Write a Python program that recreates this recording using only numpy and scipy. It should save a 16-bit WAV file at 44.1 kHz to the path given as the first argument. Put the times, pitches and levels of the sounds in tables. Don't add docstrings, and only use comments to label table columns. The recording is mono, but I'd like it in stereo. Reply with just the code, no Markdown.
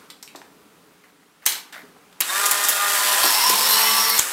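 import sys
import numpy as np
from scipy import signal
from scipy.fft import rfft, irfft, next_fast_len
from scipy.io import wavfile
from scipy.ndimage import uniform_filter1d, map_coordinates

SR = 44100
rng = np.random.default_rng(int(sys.argv[2]) if len(sys.argv) > 2 else 0)


def bounce(signal):
    frames = np.transpose(np.atleast_2d(signal))
    limited = np.clip(frames, -1, 1)
    pcm = np.round(limited * 32767).astype(np.int16)
    wavfile.write(sys.argv[1], SR, pcm)


N = 190732
SWITCH_S, GRIP_S, STEADY_S, CLEAR_S = 2.2, 3.26, 3.76, 4.19


def amp(db):
    return 10 ** (np.asarray(db) / 20)


def unit(x):
    return x / np.sqrt(np.mean(x ** 2) + 1e-20)


def along(points, hz):
    f, v = np.transpose(points)
    return np.interp(np.log(hz + 1), np.log(f + 1), v)


def curves(rows):
    s, *cols = np.transpose(rows)
    return [np.interp(np.arange(N) / SR, s, c) for c in cols]


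def running(start_s, end_s, fade=0.037):
    t = np.arange(N) / SR
    inside = np.minimum(t - start_s + fade, end_s + fade - t) / fade
    return np.sin(np.pi / 2 * np.clip(inside, 0, 1)) ** 2


def wobble(rate):
    knots = rng.standard_normal(int(N * rate / SR) + 4)
    return map_coordinates(knots, [np.arange(N) * rate / SR])


def filtered(x, response):
    m = next_fast_len(N + SR // 2)
    return irfft(rfft(x, m) * response(np.fft.rfftfreq(m, 1 / SR)), m)[..., :N]


def ringing(modes):
    def response(f):
        return sum((-1) ** k * amp(db) * 1j * f * width / (hz * hz - f * f + 1j * f * width)
                   for k, (hz, width, db) in enumerate(modes))
    return response


def noise(response, patchy_db):
    z = signal.stft(rng.standard_normal(N), nperseg=512)[2]
    field = uniform_filter1d(rng.standard_normal(z.shape), 6, 0)
    field = uniform_filter1d(field, 8, 1)
    patchy = z * amp(patchy_db * unit(field))
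    return unit(filtered(signal.istft(patchy, nperseg=512)[1][:N], response))


def tones(hz, multiples, levels_db, drift, flutter_db):
    turn = 2 * np.pi * np.cumsum(hz) / SR
    total = 0
    for k, db in zip(multiples, levels_db):
        size = np.sqrt(2) * amp(db + flutter_db * wobble(30.23))
        total = total + size * np.sin(k * turn + drift * max(1, k / 7) * wobble(25))
    return total


# time in seconds, low rumble of the house in dB, rush of the room in dB.
BED_LEVELS = [(0.0, -51.5, -50.5), (0.22, -56.5, -61), (0.45, -53, -58), (0.9, -54, -59), (1.0, -57, -59.5),
              (1.2, -58, -62), (1.42, -59.5, -60.5), (1.64, -59.5, -54), (1.85, -53, -56), (2.0, -55, -57),
              (2.2, -56, -55)]
# frequency in Hz, relative density in dB per Hz.
HOUSE_COLOUR = [(20, -34), (50, -2), (105, -10.5), (135, -8), (180, 2), (230, -4.5), (300, 1), (350, -10.5),
                (420, -0.5), (550, -9.5), (900, -16.5), (1800, -27)]
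# frequency in Hz, relative density in dB per Hz.
RUSH_COLOUR = [(350, -47), (600, -19), (869, -10), (1300, -7.5), (1800, -14), (3480, -18), (6000, -22.5),
               (16000, -31)]
# frequency in Hz, relative density in dB per Hz.
MICROPHONE_COLOUR = [(300, -8), (2000, 9.5), (6000, -2), (9000, 1.5), (12000, -2.5), (16000, -15)]


def background():
    house_db, rush_db = curves(BED_LEVELS)
    house = amp(house_db) * noise(lambda f: amp(along(HOUSE_COLOUR, f)), patchy_db=.6)
    rush = amp(rush_db) * noise(lambda f: amp(along(RUSH_COLOUR, f)), patchy_db=.8)
    hiss = amp(-64) * noise(lambda f: amp(along(MICROPHONE_COLOUR, f)), patchy_db=.8)
    return house + rush + hiss


# frequency in Hz, t60 in seconds.
ROOM_DECAY = [(200, 0.71), (1000, 0.47), (4000, 0.32), (12000, 0.29)]


def room(x):
    hz, t, z = signal.stft(rng.standard_normal(SR // 2), SR, nperseg=256)
    decay_db = -60 * (t / along(ROOM_DECAY, hz)[:, None]) ** 1.06
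    tail = signal.istft(z * amp(decay_db), SR, nperseg=256)[1]
    delayed = np.pad(x, (200, 0))
    return signal.fftconvolve(delayed, tail / np.linalg.norm(tail))


# time in seconds, level in dB before the grain.
DRAG_LEVELS = [(1.034, -75), (1.039, -52), (1.06, -57), (1.1, -60), (1.13, -75), (1.21, -75), (1.23, -58),
               (1.25, -75), (1.415, -75), (1.424, -50), (1.445, -50), (1.46, -75), (1.721, -75),
               (1.724, -48), (1.727, -43), (1.738, -44), (1.765, -39), (1.79, -44), (1.825, -48),
               (1.9, -62)]
# frequency in Hz, relative density in dB per Hz.
DRAG_COLOUR = [(300, -24), (700, -4.5), (1300, -4.5), (2000, 1), (2700, -13), (5000, -15.5), (8000, -20.5),
               (16000, -21)]


def finger_drag():
    grains = amp(curves(DRAG_LEVELS)[0] + 2.5 * wobble(400))
    skin = noise(lambda f: amp(along(DRAG_COLOUR, f)), patchy_db=3.0)
    return grains * skin * running(DRAG_LEVELS[0][0], DRAG_LEVELS[-1][0], fade=.003)


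def thump():
    start_s, gain_db, hz = 4.193, -17, 42
    u = np.clip(np.arange(N) / SR - start_s, 0, 1) * 2 * np.pi * hz
    return amp(gain_db) * u * (2 - u) * np.exp(-u)


# start in seconds, length in seconds without the fades, pitch in Hz, level in dB.
SQUEAK_NOTES = [(3.376, 0.057, 2094, -31), (3.24, .03, 1370, -35), (3.62, 0.086, 525, -38.5),
                (3.655, .03, 1890, -36), (3.72, 0.022, 1050, -28), (3.87, 0.017, 2055, -31.5),
                (3.874, 0.077, 2630, -33.5), (4.04, 0.036, 1985, -33.5)]


def squeaks():
    return sum(tones(np.full(N, hz), [1], [db], drift=1.0, flutter_db=2.5) * running(s, s + length, fade=.02)
               for s, length, hz, db in SQUEAK_NOTES)


def wandering(modes):
    x = noise(lambda f: ringing(modes)(f) ** 2, patchy_db=1.8)
    since_grip = np.clip(np.arange(N) / SR - GRIP_S, 0, None)
    sharp_share, settle_s = 0.02, 0.09
    speed = 1 + sharp_share * np.exp(-(since_grip / settle_s) ** 2) + .009 * wobble(16)
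    return map_coordinates(x, [np.cumsum(speed) % (N - 1)])


# time in seconds, then shell rattle, scrape and sizzle, each in dB.
SHEET_LEVELS = [(3.235, -28.5, -29.5, -19.5), (3.33, -32, -26, -34), (3.38, -29, -28.5, -44),
                (3.49, -26, -21.5, -34.5), (3.54, -31.5, -33, -34), (3.65, -33, -25, -32),
                (3.7, -28.5, -27, -19), (3.82, -34, -27, -24.5), (4.05, -37, -23, -29),
                (4.19, -43, -32, -23.5)]
# frequency in Hz, width in Hz, level in dB for a single pass.
SHELL_MODES = [(810, 70, -6), (915, 60, -3), (1025, 40, 3), (1170, 60, -6)]
SCRAPE_MODES = [(5090, 55, -8), (5275, 45, 0), (5460, 60, -2), (5590, 60, -1.5), (5710, 45, -5)]
LIP_MODES = [(2620, 50, -3), (3480, 70, -4), (3970, 60, -4), (4150, 50, -1), (4290, 50, -1), (4470, 60, -1),
             (4790, 70, -3), (8140, 120, -4), (8930, 80, -3), (11800, 150, -2), (12250, 250, 0)]


def sheet():
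    rattle_db, scrape_db, sizzle_db = curves(SHEET_LEVELS)
    lumps = amp(rattle_db + 3.6 * wobble(110))
    rattle = lumps * noise(lambda f: ringing(SHELL_MODES)(f) ** 2, patchy_db=1.0)
    scrape = amp(scrape_db + 0.95 * wobble(54)) * wandering(SCRAPE_MODES)
    sizzle = amp(sizzle_db) * wandering(LIP_MODES)
    return (rattle + scrape + sizzle) * running(SHEET_LEVELS[0][0], CLEAR_S, fade=0.006)


# time in seconds, gain in dB.
MESH_GAIN = [(3.56, 1), (3.7, 0), (3.8, 5), (3.9, -2.5), (4.0, 0.5), (4.16, -1)]
# time in seconds, pitch in Hz, level in dB.
WHINE_GLIDE = [(3.28, 2710, -37), (3.41, 2680, -38), (3.43, 2800, -46), (3.46, 2860, -35),
               (3.56, 2850, -39), (3.66, 2900, -44), (3.72, 2950, -33), (3.85, 2990, -33),
               (3.93, 2985, -32), (4.02, 2985, -55)]
# time in seconds, pitch in Hz, level in dB.
GROAN_GLIDE = [(3.265, 1000, -33), (3.285, 960, -34), (3.305, 935, -27), (3.35, 840, -36), (3.4, 905, -31),
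               (3.44, 955, -30), (3.475, 1015, -26), (3.49, 900, -36), (3.515, 935, -29), (3.56, 920, -37)]


def rollers():
    t = np.arange(N) / SR
    hum_s, mesh_s, end_s = 3.47, 3.56, CLEAR_S - .03
    hum_hz = 207.5 + 9.6 * (t - hum_s)
    hum = tones(hum_hz, [1], [-45.5], drift=0.32, flutter_db=2.0) * running(hum_s, end_s)
    mesh_hz = (439 + 20 * (t - mesh_s)) * (1 + .012 * wobble(9.2))
    mesh_db = np.add.outer([-43.5, -37, -44], curves(MESH_GAIN)[0])
    mesh = tones(mesh_hz, [1, 2, 4], mesh_db, drift=.6, flutter_db=3.5) * running(mesh_s, end_s)
    groan_hz, groan_db = curves(GROAN_GLIDE)
    groan = tones(groan_hz, [1], [groan_db], drift=1.1, flutter_db=4)
    groan = groan * running(GROAN_GLIDE[0][0], GROAN_GLIDE[-1][0], fade=.015)
    whine_hz, whine_db = curves(WHINE_GLIDE)
    whine = tones(whine_hz, [1], [whine_db], drift=1.0, flutter_db=2.5)
    whine = whine * running(WHINE_GLIDE[0][0], WHINE_GLIDE[-1][0])
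    return hum + mesh + groan + whine


TURN_MID_S = 2.43
# frequency in Hz, width in Hz, level in dB for a single pass.
CASING_MODES = [(1365, 65, 0), (1450, 120, 0), (1667, 41, 4), (1894, 51, 2.5), (2350, 170, -18),
                (3657, 60, 1.5)]


def growl():
    t = np.arange(N) / SR
    fade_db_per_s = 6.5
    level_db = -32.5 - fade_db_per_s * (t - TURN_MID_S) + 4.1 * wobble(70)
    casing = noise(lambda f: ringing(CASING_MODES)(f) ** 2, patchy_db=3.0)
    return amp(level_db) * casing * running(SWITCH_S + 0.14, GRIP_S, fade=0.099)


def shaft_hz():
    t = np.arange(N) / SR
    on = np.clip(t - SWITCH_S, 0, None)
    spin_up_s, sag_hz_per_s = .05, 3.2
    free = FREE_HZ * (1 - np.exp(-on / spin_up_s)) - sag_hz_per_s * on
    pulling = 165.4 * (1 + .006 * wobble(10))
    pull_share = np.interp(t, [GRIP_S, STEADY_S, CLEAR_S, CLEAR_S + 0.032], [0, 1, 1, 0])
    return free + pull_share * (pulling - free)


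# time in seconds, tooth noise in dB before its pulsing.
GEAR_LEVELS = [(2.23, -34), (2.27, -29.5), (2.36, -24), (2.47, -21), (2.58, -23), (2.76, -23.5),
               (2.96, -19.5), (3.5, -19), (4.0, -19.5), (4.17, -23.5), (4.21, -27), (4.32, -27.5)]
# time in seconds, share of the second from 0 to 1.
COLOUR_BLEND = [(2.2, 0.09), (3.2, 0.42), (3.26, 0.55), (3.6, 0.64), (4.16, 0.56), (4.22, 0)]
# frequency in Hz, relative density in dB per Hz.
FIRST_COLOUR = [(90, -55), (200, -28), (400, -16.5), (800, -10.5), (1300, -6.5), (1900, -5.5),
                (2280, -12.5), (2700, -10), (4000, -12), (6500, -11), (8000, -7.5), (9500, -11.5),
                (10800, -10.5), (13000, -13.5), (15000, -16), (16000, -39)]
# frequency in Hz, relative density in dB per Hz.
SECOND_COLOUR = [(90, -90), (170, -17.5), (320, -22.5), (500, -18.5), (900, -3), (1500, -11), (3000, -4.5),
                 (4500, -3), (7000, -11), (12300, -6), (16000, -14)]


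def gears():
    share = np.clip(curves(COLOUR_BLEND)[0], 0, 1)
    turn = 2 * np.pi * np.cumsum(shaft_hz()) / SR
    pulse = amp(.4 * np.cos(turn) + 1.5 * wobble(400) + .4 * wobble(40))
    first = noise(lambda f: amp(along(FIRST_COLOUR, f)), patchy_db=1.2)
    second = noise(lambda f: amp(along(SECOND_COLOUR, f)), patchy_db=1.5)
    teeth = np.sqrt(1 - share) * first + np.sqrt(share) * second
    return amp(curves(GEAR_LEVELS)[0]) * pulse * teeth * running(GEAR_LEVELS[0][0], N / SR)


def burst(t60, response, crack):
    t = np.arange(SR // 8) / SR
    t60s = [[np.clip(t60, .004, .1)], [.003]]
    rattle, snap = rng.standard_normal((2, len(t))) * amp(-60 * t / t60s)
    spectrum = rfft(rattle + crack * snap, 2 * len(t))
    x = irfft(spectrum * response(np.fft.rfftfreq(2 * len(t), 1 / SR)))[:len(t)]
    return x / np.abs(x).max()


def add(out, s, hit, room_db):
    for x in (hit, amp(room_db) * room(hit)):
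        out[round(s * SR):][:len(x)] += x


# start in seconds, peak in dB before the knock and room, brightest Hz,
# rattle t60 in seconds (held to 0.1 at most), room in dB.
SHARP_CONTACTS = [(0.101, -28, 3870, 0.079, -6.5), (0.1055, -36, 4200, 0.03, -4),
                  (0.227, -25, 5850, 0.043, -3.5), (0.277, -31, 3000, 0.0075, 0),
                  (0.3582, -29.5, 4860, 0.055, -2.5), (1.456, -19, 5800, 0.11, -1),
                  (1.461, -5.5, 11400, 0.011, 5), (1.4627, -1, 8800, 0.025, -4.5),
                  (1.4647, -9.5, 3500, 0.021, -0.5), (1.4700, -12.5, 3580, 0.028, 0),
                  (1.4756, -12, 4500, 0.022, -1), (1.491, -21, 5000, 0.046, -10),
                  (1.521, -15.5, 4500, 0.079, -1.5), (1.552, -21.5, 4000, .08, -11),
                  (1.578, -29.5, 4000, .08, -11), (1.598, -34.5, 3500, 0.037, -12.5),
                  (1.7255, -31, 4060, 0.05, -1), (2.127, -41, 3500, .03, -5), (2.205, -7, 8850, 0.03, -12),
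                  (2.2054, -13.5, 2500, 0.063, -10), (2.21, 0.5, 13600, 0.01, -20),
                  (2.2125, -17, 9100, .06, -20), (2.2198, -13, 3340, 0.056, -4),
                  (2.4574, -8, 8000, 0.05, -12), (2.462, -8, 8000, .06, -15),
                  (2.5111, -5, 10500, 0.035, -22), (2.5138, -10, 10500, .04, -20),
                  (2.5162, -7.5, 7950, .06, -15), (2.637, -12, 8200, 0.042, -14),
                  (2.6401, -7, 8200, 0.06, -12), (2.649, -8.5, 6900, 0.062, -7),
                  (2.6862, -0.5, 12700, 0.013, -10), (2.69, -4.5, 7850, 0.037, -7),
                  (2.696, -6, 11900, .04, -2), (3.4948, -5.5, 11100, 0.081, -22),
                  (3.498, -8, 5530, 0.048, -14), (4.0943, -7, 12000, 0.03, -9),
                  (4.1005, -3, 13000, 0.0054, -14), (4.18, -3.5, 8650, 0.012, 2),
                  (4.191, -3, 6800, 0.013, -6), (4.1947, 2, 8000, 0.0089, -12),
                  (4.1955, -6, 3000, 0.01, -10), (4.2018, -10.5, 3770, 0.02, -3)]
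# start in seconds, peak in dB before the room, centre in Hz,
# t60 in seconds (held to 0.1 at most).
DULL_CONTACTS = [(0.3495, -30, 920, 0.028), (0.351, -33.5, 306, 0.03), (0.4167, -31.5, 1050, 0.006),
                 (1.038, -44.5, 1700, 0.027), (1.427, -46, 1100, 0.068), (1.437, -45, 2000, 0.05),
                 (1.742, -31, 1830, 0.035), (1.756, -43, 1800, 0.03), (1.765, -36, 1510, 0.037),
                 (1.774, -43, 2000, 0.021), (1.813, -49, 1950, 0.044), (1.831, -39.5, 325, 0.1),
                 (1.96, -43.5, 900, 0.1), (3.24, -12, 810, 0.026), (3.243, -21.5, 342, 0.13),
                 (3.498, -19, 440, 0.13)]
# frequency in Hz, width in Hz, level in dB.
PLASTIC_MODES = [(3900, 600, -16), (5000, 400, -14), (7200, 700, -10), (9200, 1200, -14),
                 (11400, 1500, -12), (13200, 1000, -13)]
# frequency in Hz, width in Hz, level in dB.
KNOCK_MODES = [(330, 216, -17), (920, 365, -9.5), (1980, 1520, -11)]


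def contacts():
    out = np.zeros(N + 2 * SR)
    for s, db, hz, t60, room_db in SHARP_CONTACTS:
        colour = lambda f: ringing(PLASTIC_MODES)(f) + ringing([(hz, .9 * hz, -1.5)])(f) ** 2
        knock_db = db - 11 - 4.5 * np.log2(hz / 6000)
        knock = amp(knock_db) * burst(t60, ringing(KNOCK_MODES), crack=0.39)
        add(out, s, amp(db) * burst(t60, colour, crack=0.76) + knock, room_db)
    for s, db, hz, t60 in DULL_CONTACTS:
        dull = burst(t60, lambda f: ringing([(hz, .8 * hz, 0)])(f) ** 2, crack=1.0)
        add(out, s, amp(db) * dull, room_db=-4.5)
    return out[:N]


FREE_HZ = 204.6
SHAFT_ORDERS = (5, 6, 2, 3, 4, 7, 8, 9, 12, 16, 26, 10, 13, 18, 23)
# time in seconds, 5th order in dB, 6th order in dB.
LOUDEST_ORDERS = [(2.33, -35, -32), (2.42, -38, -26), (2.456, -34, -26.5), (2.646, -39, -36),
                  (2.794, -47, -34), (2.806, -40.5, -28), (2.996, -28.5, -30), (3.094, -28, -32.5),
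                  (3.236, -32, -53), (3.25, -37, -45)]
# level in dB at the middle of the turn, and its change in dB per second.
FREE_ORDER_DB = [-47, -43.5, -43, -36, -42, -35, -41, -45, -56, -44, -45, -44, -47]
TURN_CHANGE = [-5, 5.5, 4, 1, -5, -1, -6, 10.5, 0, 0, 4, -7, -3]
PULL_ORDER_DB = [-79, -44, -74, -79, -74, -32, -38, -44, -39, -42, -39, -45, -44, -60, -44]


def motor():
    t = np.arange(N) / SR
    before_grip = t < GRIP_S
    free = np.array(FREE_ORDER_DB)[:, None]
    pull = np.array(PULL_ORDER_DB)[:, None]
    turned = np.vstack([curves(LOUDEST_ORDERS), free + np.outer(TURN_CHANGE, t - TURN_MID_S)])
    after = turned.mean(axis=1, keepdims=True) - 15.5
    levels_db = np.where(t > (GRIP_S + STEADY_S) / 2, pull, turned)
    levels_db = np.where(t > CLEAR_S, after, levels_db)
    levels_db = levels_db + 1.5 * np.array([wobble(8) for _ in SHAFT_ORDERS])
    steady = running(SWITCH_S + 0.089, GRIP_S, fade=0.015)
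    steady = steady + running(STEADY_S, CLEAR_S - .04) + running(CLEAR_S + 0.046, N / SR)
    hz = shaft_hz()
    grown = np.where(before_grip, np.clip(hz / FREE_HZ, 0, 1) ** 6.3, 1)
    drift, flutter_db = np.where(before_grip, .65, .9), np.where(before_grip, 2.8, 3.5)
    return tones(hz, SHAFT_ORDERS, levels_db, drift, flutter_db) * steady * grown


def scene():
    handling = finger_drag() + contacts()
    ejecting = thump() + squeaks() + sheet() + rollers()
    driving = growl() + gears() + motor()
    mono = background() + handling + ejecting + driving
    return np.array([mono, mono])


def record(dry):
    held = dry / (1 + np.abs(dry) ** 6) ** (1 / 6)
    top_hz, bass_hz = 16100, 110

    def response(hz):
        bass_cut = (1j * hz / (1j * hz + bass_hz)) ** 2
        return np.clip((top_hz - hz) / 500, 0, 1) * bass_cut
    return filtered(held, response)


dry = scene()
out = record(dry)
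bounce(out)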